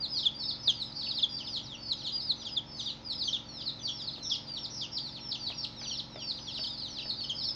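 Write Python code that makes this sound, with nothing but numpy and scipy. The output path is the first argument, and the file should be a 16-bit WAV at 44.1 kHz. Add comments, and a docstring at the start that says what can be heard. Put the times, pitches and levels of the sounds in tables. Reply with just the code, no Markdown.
"""Chicks peep over one another from the first instant to the last on the concrete floor of a hard-walled room.
Each peep is a thin whistle with an octave: a high held note, then a glide or snap down. Floor and walls answer.
A light tap of beak or foot (knock, click, crack and tick) lands at 0.7 s; six more follow from 4.2 to 7.1 s.
Two hoarse, fluttering peeps come between 4.2 and 4.9 s. Throughout, fainter chicks peep farther off,
a slow motor hums as wavering sines on multiples of its shaft speed, and shaped noise makes the room's rush."""
import sys
import numpy as np
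from scipy import signal
from scipy.fft import rfft, irfft, next_fast_len
from scipy.io import wavfile
from scipy.ndimage import uniform_filter1d, map_coordinates

SR = 44100
rng = np.random.default_rng(int(sys.argv[2]) if len(sys.argv) > 2 else 0)


def master(y):
    """Save y as 16-bit WAV."""
    cut = np.clip(np.atleast_2d(y).T, -1, 1)
    pcm = np.round(cut * 32767)  # scale
    wavfile.write(sys.argv[1], SR, pcm.astype(np.int16))


N = 332955

# All peep levels are those of the voice before the room mix.
# Gliding peeps, a held note that bends at its knee into a fall:
# knee_s, hold_s, fall_s, pitch_hz, knee_hz, end_hz, hold_db, fall_db
GLIDING_PEEPS = [(0.012, 0.017, 0.049, 4840, 4820, 3340, -35, -31),
                 (0.143, 0.042, 0.066, 5300, 4850, 3220, -35.5, -31.0),
                 (0.145, 0.07, 0.069, 5160, 4890, 3540, -40, -30.5),
                 (0.158, 0.022, 0.027, 3450, 3300, 2960, -52, -50),
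                 (0.398, 0.057, 0.053, 4773, 4670, 3500, -41, -35),
                 (0.463, 0.041, 0.016, 4650, 4620, 4000, -41, -48),
                 (0.474, 0.045, 0.045, 5410, 4900, 3330, -44, -27),
                 (0.492, 0.11, 0.077, 5310, 5120, 3380, -37.5, -38.5),
                 (0.654, 0.029, 0.074, 6100, 4840, 2680, -45.5, -29),
                 (0.798, 0.1, 0.042, 5120, 4460, 3380, -43.5, -31.5),
                 (0.919, 0.12, 0.012, 5330, 4840, 3630, -48, -35),
                 (0.992, 0.043, 0.042, 4970, 4670, 3160, -40.5, -33),
                 (1.004, 0.058, 0.074, 5700, 5170, 2470, -48, -35),
                 (1.091, 0.15, 0.041, 4510, 4520, 3110, -38.5, -29.5),
                 (1.159, 0.12, 0.048, 5160, 4710, 2730, -40.5, -27),
                 (1.445, 0.16, 0.05, 5550, 4870, 2550, -50, -37.5),
                 (1.526, 0.094, 0.056, 5266, 4700, 3000, -42.5, -29.5),
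                 (1.556, 0.077, 0.043, 6120, 5310, 2620, -55, -35.5),
                 (1.68, 0.055, 0.084, 5920, 3950, 2620, -45, -38),
                 (1.894, 0.097, 0.044, 5250, 4820, 3116, -45, -23),
                 (1.892, 0.12, 0.035, 4605, 4440, 3840, -45.5, -36),
                 (1.978, 0.12, 0.051, 5400, 4940, 2790, -49, -40),
                 (2.032, 0.072, 0.078, 6110, 5440, 2940, -58, -34),
                 (2.033, 0.039, 0.054, 5020, 4220, 2746, -47, -32.5),
                 (2.194, 0.077, 0.024, 4857, 4780, 3590, -33, -35.5),
                 (2.205, 0.054, 0.024, 4670, 4340, 3270, -50, -42),
                 (2.275, 0.047, 0.03, 4200, 3740, 3340, -49, -54),
                 (2.286, 0.082, 0.041, 5270, 4670, 3290, -36, -23.5),
                 (2.394, 0.016, 0.043, 4840, 4320, 2860, -52, -41),
                 (2.471, 0.072, 0.045, 4870, 4660, 3010, -43.5, -52),
                 (2.778, 0.105, 0.04, 4770, 4390, 2870, -50.5, -33),
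                 (2.779, 0.12, 0.078, 5330, 4980, 3320, -48, -40.0),
                 (2.886, 0.084, 0.036, 5000, 4510, 3330, -44, -31.0),
                 (3.09, 0.045, 0.049, 5030, 4600, 3150, -38.5, -31.5),
                 (3.195, 0.093, 0.046, 5390, 4770, 3330, -41, -24.5),
                 (3.556, 0.11, 0.077, 4570, 4070, 2790, -47, -43),
                 (3.605, 0.13, 0.022, 5690, 4900, 2590, -47.5, -34.5),
                 (3.652, 0.065, 0.053, 4880, 4700, 3360, -45.5, -29),
                 (3.7, 0.084, 0.012, 5280, 4890, 3520, -47, -48),
                 (3.981, 0.1, 0.045, 5650, 4280, 3150, -56, -32.5),
                 (4.003, 0.13, 0.074, 5680, 5190, 3420, -42, -49),
                 (4.065, 0.119, 0.039, 5030, 4590, 3250, -47.5, -31),
                 (4.124, 0.078, 0.045, 5060, 5055, 2380, -46.5, -42),
                 (4.245, 0.056, 0.025, 4290, 3900, 3320, -47, -40),
                 (4.444, 0.064, 0.066, 5580, 4980, 2540, -60, -49),
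                 (4.548, 0.083, 0.042, 4830, 4520, 2840, -39.5, -30.5),
                 (4.634, 0.1, 0.031, 5620, 5400, 3280, -44, -29),
                 (4.959, 0.044, 0.031, 5590, 5300, 3000, -38, -28.5),
                 (5.043, 0.13, 0.054, 4980, 4524, 3460, -41.5, -34.0),
                 (5.126, 0.059, 0.072, 5680, 4890, 2330, -50, -39.5),
                 (5.304, 0.11, 0.027, 5550, 5146, 3090, -42, -30.5),
                 (5.317, 0.035, 0.047, 5540, 4890, 2610, -36.5, -32),
                 (5.448, 0.097, 0.082, 6140, 5390, 2360, -54.5, -33),
                 (5.452, 0.059, 0.046, 4770, 4430, 3070, -38.5, -33.5),
                 (5.626, 0.092, 0.027, 5690, 5290, 3580, -42, -28),
                 (5.637, 0.1, 0.019, 5010, 4230, 2380, -42.5, -32.5),
                 (5.75, 0.03, 0.097, 4400, 4130, 2510, -47, -50.5),
                 (5.804, 0.052, 0.072, 5660, 5080, 2450, -47.5, -39.5),
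                 (5.936, 0.098, 0.035, 4660, 4210, 3270, -41, -37),
                 (5.974, 0.179, 0.034, 6020, 5260, 2810, -44, -30.0),
                 (6.179, 0.084, 0.064, 5620, 4840, 2330, -50, -43),
                 (6.205, 0.18, 0.032, 4310, 3230, 2640, -53.5, -36),
                 (6.287, 0.091, 0.036, 5650, 5220, 3430, -44, -31),
                 (6.291, 0.084, 0.038, 4790, 4460, 3270, -36.5, -33),
                 (6.366, 0.063, 0.03, 4300, 4010, 2910, -45, -50),
                 (6.368, 0.049, 0.028, 4870, 4690, 2610, -43.5, -43.5),
                 (6.493, 0.14, 0.043, 4540, 4300, 3380, -53, -36),
                 (6.511, 0.14, 0.079, 6120, 5220, 2550, -52.5, -30.5),
                 (6.637, 0.098, 0.045, 5380, 5110, 3200, -41.5, -30.5),
                 (6.717, 0.029, 0.038, 3850, 3660, 3350, -38, -46),
                 (6.789, 0.139, 0.052, 5150, 4190, 3690, -40, -49),
                 (6.807, 0.035, 0.083, 5180, 4650, 2940, -39.5, -34.5),
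                 (6.95, 0.077, 0.051, 4610, 4180, 2470, -48.0, -37),
                 (6.953, 0.099, 0.079, 6280, 4870, 2490, -49, -34),
                 (7.085, 0.088, 0.03, 5350, 5030, 3400, -43, -29),
                 (7.128, 0.16, 0.022, 4810, 4260, 3380, -43, -36.5),
                 (7.183, 0.098, 0.034, 5170, 4770, 2550, -48.5, -38.5),
                 (7.385, 0.062, 0.061, 5220, 4630, 3220, -41.5, -35.5),
                 (7.44, 0.08, 0.027, 5360, 4880, 3930, -37, -29.5),
                 (7.458, 0.035, 0.041, 5480, 4610, 3290, -34.5, -33),
                 (7.509, 0.074, 0.019, 5454, 5170, 4340, -34.5, -39)]
# Breaking peeps, where the voice snaps down at the knee and slides on:
# knee_s, hold_s, slide_s, pitch_hz, knee_hz, landing_hz, hold_db, slide_db
BREAKING_PEEPS = [(0.218, 0.081, 0.032, 6020, 4750, 3430, -49, -31.5),
                  (0.247, 0.07, 0.034, 5560, 4900, 3694, -41.5, -19),
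                  (0.671, 0.084, 0.032, 5260, 4920, 3710, -41, -16.0),
                  (1.222, 0.0973, 0.024, 5410, 4990, 3600, -45, -19.5),
                  (1.382, 0.099, 0.042, 4880, 4590, 3490, -37.5, -35.5),
                  (2.445, 0.087, 0.045, 6230, 5220, 3700, -52, -34.5),
                  (2.559, 0.09, 0.03, 5250, 4750, 3690, -40.0, -20.0),
                  (2.85, 0.089, 0.049, 6360, 5500, 3850, -49.5, -31.5),
                  (3.27, 0.092, 0.02, 5230, 4280, 3340, -36, -27.5),
                  (3.322, 0.085, 0.042, 6350, 5160, 3710, -45, -29.5),
                  (3.866, 0.041, 0.048, 4875, 4360, 3830, -33.5, -32.0),
                  (3.868, 0.078, 0.03, 6230, 5220, 3440, -48, -35),
                  (4.295, 0.072, 0.045, 5540, 5280, 3750, -39, -27.5),
                  (4.806, 0.11, 0.045, 5555, 4610, 3610, -45, -31.5),
                  (5.892, 0.096, 0.037, 4760, 4630, 3470, -40.5, -36),
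                  (6.463, 0.076, 0.044, 5200, 4720, 3630, -46, -38.0),
                  (6.634, 0.079, 0.014, 4830, 4410, 3200, -38, -35),
                  (7.232, 0.066, 0.016, 4690, 4260, 3180, -36.5, -34.5),
                  (7.286, 0.077, 0.03, 5350, 4650, 3400, -46, -30)]
# Hoarse peeps, where a slower flutter of the membrane adds side tones:
# knee_s, hold_s, fall_s, pitch_hz, knee_hz, end_hz, hold_db, fall_db
FLUTTERING_PEEPS = [(4.331, .104, 0.042, 5790, 5200, 2880, -39, -32),
                    (4.802, .105, 0.025, 5780, 5200, 4100, -42.5, -35.5)]


def chicks(direct_db=-1.29, wet_db=-6.0, near_db=-28, dryness=1.05, bounce_s=0.003, bounce_gain=0.3):
    """Every peep comes from a new spot; those louder than near_db are near and so drier (dryness in dB per dB)."""
    out = np.zeros(N)
    voices = [(gliding_peep, GLIDING_PEEPS), (breaking_peep, BREAKING_PEEPS), (hoarse_peep, FLUTTERING_PEEPS)]
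    for call, table in voices:
        for knee_s, hold_s, *shape, hold_db, fall_db in table:
            start_s = knee_s - hold_s
            whistle, octave = call(hold_s, *shape, hold_db, fall_db)
            peep = whistle + octave
            direct = amp(direct_db) * peep
            add(out, start_s, direct)

            over_db = max(0, max(hold_db, fall_db) - near_db)
            reflection_gain = amp(-dryness * over_db)
            # the bounce off the floor carves notches into each slide
            bounce_delay_s = bounce_s * (0.5 + rng.random())
            add(out, start_s + bounce_delay_s, bounce_gain * reflection_gain * direct)
            add(out, start_s, amp(wet_db) * reflection_gain * room(peep, wall_share=0.34))
    return out


# A peep starts ONSET_DB under its hold level and reaches it after this share of the hold
ONSET_DB, ATTACK_SHARE = -8.5, 0.4


def gliding_peep(hold_s, fall_s, pitch_hz, knee_hz, end_hz, hold_db, fall_db,
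                 bend=1.3, knee_share=0.28, peak_share=0.54, end_db=-9):
    """The held note bends into a fall and moves to its fall level on the way down."""
    t = np.arange(int((hold_s + fall_s) * SR)) / SR
    fallen = np.clip((t - hold_s) / fall_s, 0, 1) ** bend
    hz = held_note(t, hold_s, pitch_hz, knee_hz) + (end_hz - knee_hz) * fallen

    moments = [0, ATTACK_SHARE * hold_s, hold_s, hold_s + peak_share * fall_s, hold_s + fall_s]
    knee_db = hold_db + knee_share * (fall_db - hold_db)
    levels_db = [hold_db + ONSET_DB, hold_db, knee_db, fall_db, fall_db + end_db]
    return syrinx(hz, np.interp(t, moments, levels_db))


# A break takes SNAP_S; after it the pitch slides down at a steady rate
SNAP_S, SLIDE_HZ_PER_S = 0.0102, 23000


def breaking_peep(hold_s, slide_s, pitch_hz, knee_hz, landing_hz, hold_db, slide_db,
                  knee_share=0.15, landing_db=-1.5, peak_share=0.43, end_db=-16):
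    """The held note snaps to a low register, changes to its slide level and slides on down."""
    landing_s = hold_s + SNAP_S
    t = np.arange(int((landing_s + slide_s) * SR)) / SR
    snapped = np.clip((t - hold_s) / SNAP_S, 0, 1)
    low_hz = landing_hz - SLIDE_HZ_PER_S * np.maximum(t - landing_s, 0)
    hz = (1 - snapped) * held_note(t, hold_s, pitch_hz, knee_hz) + snapped * low_hz

    moments = [0, ATTACK_SHARE * hold_s, hold_s, landing_s, landing_s + peak_share * slide_s, landing_s + slide_s]
    knee_db = hold_db + knee_share * (slide_db - hold_db)
    levels_db = [hold_db + ONSET_DB, hold_db, knee_db, slide_db + landing_db, slide_db, slide_db + end_db]
    return syrinx(hz, np.interp(t, moments, levels_db))


def hoarse_peep(hold_s, fall_s, *note, flutter_hz=380, depth=1.1, unsteady=0.4):
    """A gliding peep whose level flutters unevenly, which adds side tones; the flutter dies out in the fall."""
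    voice = gliding_peep(hold_s, fall_s, *note)
    t = np.arange(voice.shape[1]) / SR
    cycles = np.cumsum(flutter_hz * (1 + unsteady * wobble(110, len(t)))) / SR
    fade = np.clip((hold_s + fall_s - t) / fall_s, 0, 1)
    return voice * (1 + depth * np.sin(2 * np.pi * cycles) * fade)


# Opening scoop (share of the pitch), its time constant, curvature of the sag
SCOOP, SCOOP_S, ARCH = 0.014, 0.012, 1.7


def held_note(t, hold_s, pitch_hz, knee_hz):
    """The held note scoops up, then sags ever faster to the knee."""
    scooped_hz = pitch_hz * (1 - SCOOP * np.exp(-t / SCOOP_S))
    return scooped_hz + (knee_hz - pitch_hz) * np.clip(t / hold_s, 0, 1) ** ARCH


# Colour of a peep's octave, added to its base level: octave_hz, colour_db
OCTAVE_COLOUR = [(5500, 27), (7000, 13), (7600, 1.5), (9000, -3.5), (10400, -5), (11500, -19)]


def syrinx(hz, db, waver=0.0042, flutter_db=2.5, octave_db=-39.0, octave_spread_db=1.6, octave_lag=0.2,
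           usual_db=-37, octave_flutter_db=4, rise_s=0.007, close_s=0.0013):
    """A whistle and its octave from a pitch and a level; the octave grows more slowly than the whistle."""
    size = len(hz)
    t = np.arange(size) / SR
    # the muscles round off the corners of the glide
    hz = uniform_filter1d(hz, size=130, mode="nearest") * (1 + waver * wobble(160, size))
    phase = 2 * np.pi * np.cumsum(hz) / SR

    opening = np.minimum(t / rise_s, (t[-1] - t) / (2 * close_s))
    gate = np.sin(np.pi / 2 * np.clip(opening, 0, 1)) ** 2
    strength = gate * amp(db + flutter_db * wobble(104.0, size))

    bright_db = octave_db + octave_spread_db * rng.normal() - octave_lag * (db - usual_db)
    colour_db = along(OCTAVE_COLOUR, 2 * hz)
    octave_gain = amp(bright_db + colour_db + octave_flutter_db * wobble(170, size))
    return strength * np.array([np.sin(phase), octave_gain * np.sin(2 * phase)])


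# Taps of beaks and feet; click and tick trims add to the common click_db and tick_db:
# start_s, level_db, click_trim_db, tick_trim_db
FLOOR_TAPS = [(0.678, -37.5, -29, -62), (4.181, -44.5, -13, -23), (5.502, -38.5, -7, -55.5),
              (5.816, -38.5, -8, -60), (6.159, -36, -20, -63.5), (6.592, -38.5, -21, -42.5),
              (7.056, -41, -16, -57)]


def taps(knock_hz=620, knock_t60=0.021, click_hz=2250, click_t60=0.009, click_db=8,
         crack_db=-6, crack_t60=0.028, tick_db=3, tick_t60=0.012, dull_hz=2600, wet_db=-2):
    """Each tap is a dead knock, a short click and a noisy crack, all dulled, plus an unfiltered noise tick."""
    out, t = np.zeros(N), np.arange(SR // 10) / SR
    soft = signal.butter(3, dull_hz, fs=SR, output="sos")
    for start_s, level_db, click_trim_db, tick_trim_db in FLOOR_TAPS:
        tap_knock_hz = knock_hz * np.exp(0.05 * rng.normal())
        knock = amp(-60 * t / knock_t60) * np.sin(2 * np.pi * tap_knock_hz * t)
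        click = amp(click_db + click_trim_db - 60 * t / click_t60) * np.sin(2 * np.pi * click_hz * t)
        crack_noise = unit(signal.sosfilt(soft, rng.standard_normal(len(t))))
        crack = amp(crack_db - 60 * t / crack_t60) * crack_noise
        tick = amp(tick_db + tick_trim_db - 60 * t / tick_t60) * rng.standard_normal(len(t))
        tap = amp(level_db) * (signal.sosfilt(soft, knock + click + crack) + tick)
        add(out, start_s, tap)
        add(out, start_s, amp(wet_db) * room(tap, wall_share=0.35))
    return out


def far_chicks(level_db=-55.0, swell_db=3, spread_db=2, hold_s=0.076, fall_s=0.048,
               pitch_hz=4950, knee_hz=4550, end_hz=3200, wet_db=-2, count=22):
    """Birds farther off peep faintly at loosely spaced moments; their octave is heard only in the room's answer."""
    out = np.zeros(N)
    for k, (when, pace, pitch, loud) in enumerate(rng.standard_normal((count, 4))):
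        start_s = abs(k + 0.5 + 0.33 * when) * N / SR / count
        slow, high = np.exp(0.2 * pace), np.exp(0.07 * pitch)
        hold_db = level_db + spread_db * loud
        whistle, octave = gliding_peep(slow * hold_s, slow * fall_s, high * pitch_hz, high * knee_hz,
                                       high * end_hz, hold_db, hold_db + swell_db)
        add(out, start_s, whistle)
        add(out, start_s, amp(wet_db) * room(whistle + octave, wall_share=0.98))
    return out


SHAFT_HZ = 22.68
# Motor tones, each played on the multiple of the shaft speed nearest its pitch: nominal_hz, level_db (rms)
MOTOR_TONES = [(43.1, -65.5), (70.0, -66), (113.0, -60.5), (134.6, -60), (156.1, -62.5), (204.6, -67.5),
               (226.1, -58), (247.6, -71), (274.5, -68.5), (296.1, -61.5), (339.1, -66), (409.1, -72),
               (522.2, -68), (565.2, -70), (635.2, -72), (839.8, -66.5), (882.9, -74), (952.8, -70),
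               (974.4, -74), (1044, -89), (1200, -77), (1314, -72), (1362, -81), (1432, -80.5)]


def motor(drift=0.0008, waver_db=-0.82):
    """Tones on multiples of the shaft speed drift together in pitch, each wavering a little in level."""
    turns = SHAFT_HZ * np.cumsum(1 + drift * wobble(1.487, N)) / SR
    out = np.zeros(N)
    for nominal_hz, level_db in MOTOR_TONES:
        multiple = round(nominal_hz / SHAFT_HZ)
        tone = np.sqrt(2) * np.sin(2 * np.pi * (multiple * turns + rng.random()))
        out += amp(level_db + waver_db * wobble(1.8, N)) * tone
    return out


# Colour of the room air and hiss, relative levels only: pitch_hz, density_db (per Hz)
AIR_COLOUR = [(20, -16), (45, -5.5), (85, 2), (130, 7), (200, -1.5), (400, -6), (850, -4.5), (1600, -12),
              (2600, -12), (5000, -11), (6500, -21.5), (7500, -45.5), (11000, -51), (13500, -56),
              (15200, -42)]


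def air(level_db=-54):
    """The steady rush of the room: white noise shaped by the air's colour."""
    rush = filtered(rng.standard_normal(N), lambda hz: amp(along(AIR_COLOUR, hz)))
    return amp(level_db) * unit(rush)


# Room decay: pitch_hz, t60_s
ROOM_DECAY = [(300, 0.13), (3300, 0.31), (5200, 0.42), (6500, 0.37), (10000, 0.28)]


def room(x, gap_s=0.004, wall_s=0.02, wall_share=0.5, count=10):
    """The answer of the room from one spot: a few early walls and a diffuse tail that decays by pitch."""
    hz, t, z = signal.stft(rng.standard_normal(SR // 2), SR, nperseg=256)
    decay = amp(-60 * t / along(ROOM_DECAY, hz)[:, None])
    tail = signal.istft(z * decay, SR, nperseg=256)[1]
    tail = tail * np.clip(np.arange(len(tail)) / SR / (2 * gap_s), 0, 1)

    delays = (SR * (gap_s + wall_s * rng.random(count))).astype(int)
    walls = np.bincount(delays, rng.choice([-1, 1], count), len(tail)) / np.sqrt(count)
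    # the shares split the energy between tail and walls
    diffuse = np.sqrt(1 - wall_share) * tail / np.linalg.norm(tail)
    return signal.fftconvolve(x, diffuse + np.sqrt(wall_share) * walls)


def amp(db):
    """Decibels to gain."""
    return 10 ** (np.asarray(db) / 20)


def unit(x):
    """Scale to rms 1."""
    return x / np.sqrt(np.mean(x ** 2) + 1e-20)


def along(points, hz):
    """Read (Hz, value) points on a log frequency axis."""
    f, v = np.transpose(points)
    return np.interp(np.log(hz + 1), np.log(f + 1), v)


def wobble(rate, size):
    """A smooth random curve with rate knots a second."""
    knots = rng.standard_normal(int(size * rate / SR) + 4)
    return map_coordinates(knots, [np.arange(size) * rate / SR])


def filtered(x, response):
    """Multiply the spectrum of x by a response of frequency."""
    m = next_fast_len(N + SR // 2)
    return irfft(rfft(x, m) * response(np.fft.rfftfreq(m, 1 / SR)), m)[:N]


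def add(track, start_s, sound):
    """Mix a sound into the track at start_s, or at zero if that is earlier."""
    start = max(0, round(start_s * SR))
    part = track[start:start + len(sound)]
    part += sound[:len(part)]


def scene():
    """Near and far chicks and taps over the motor hum and the room's rush, in mono."""
    return (chicks() + far_chicks() + taps() + motor() + air())[None]


TOP_HZ = 15720


def record(dry):
    """The recorder keeps nothing above its band limit."""
    return np.array([filtered(channel, lambda hz: hz < TOP_HZ) for channel in dry])


dry = scene()
out = record(dry)
master(out)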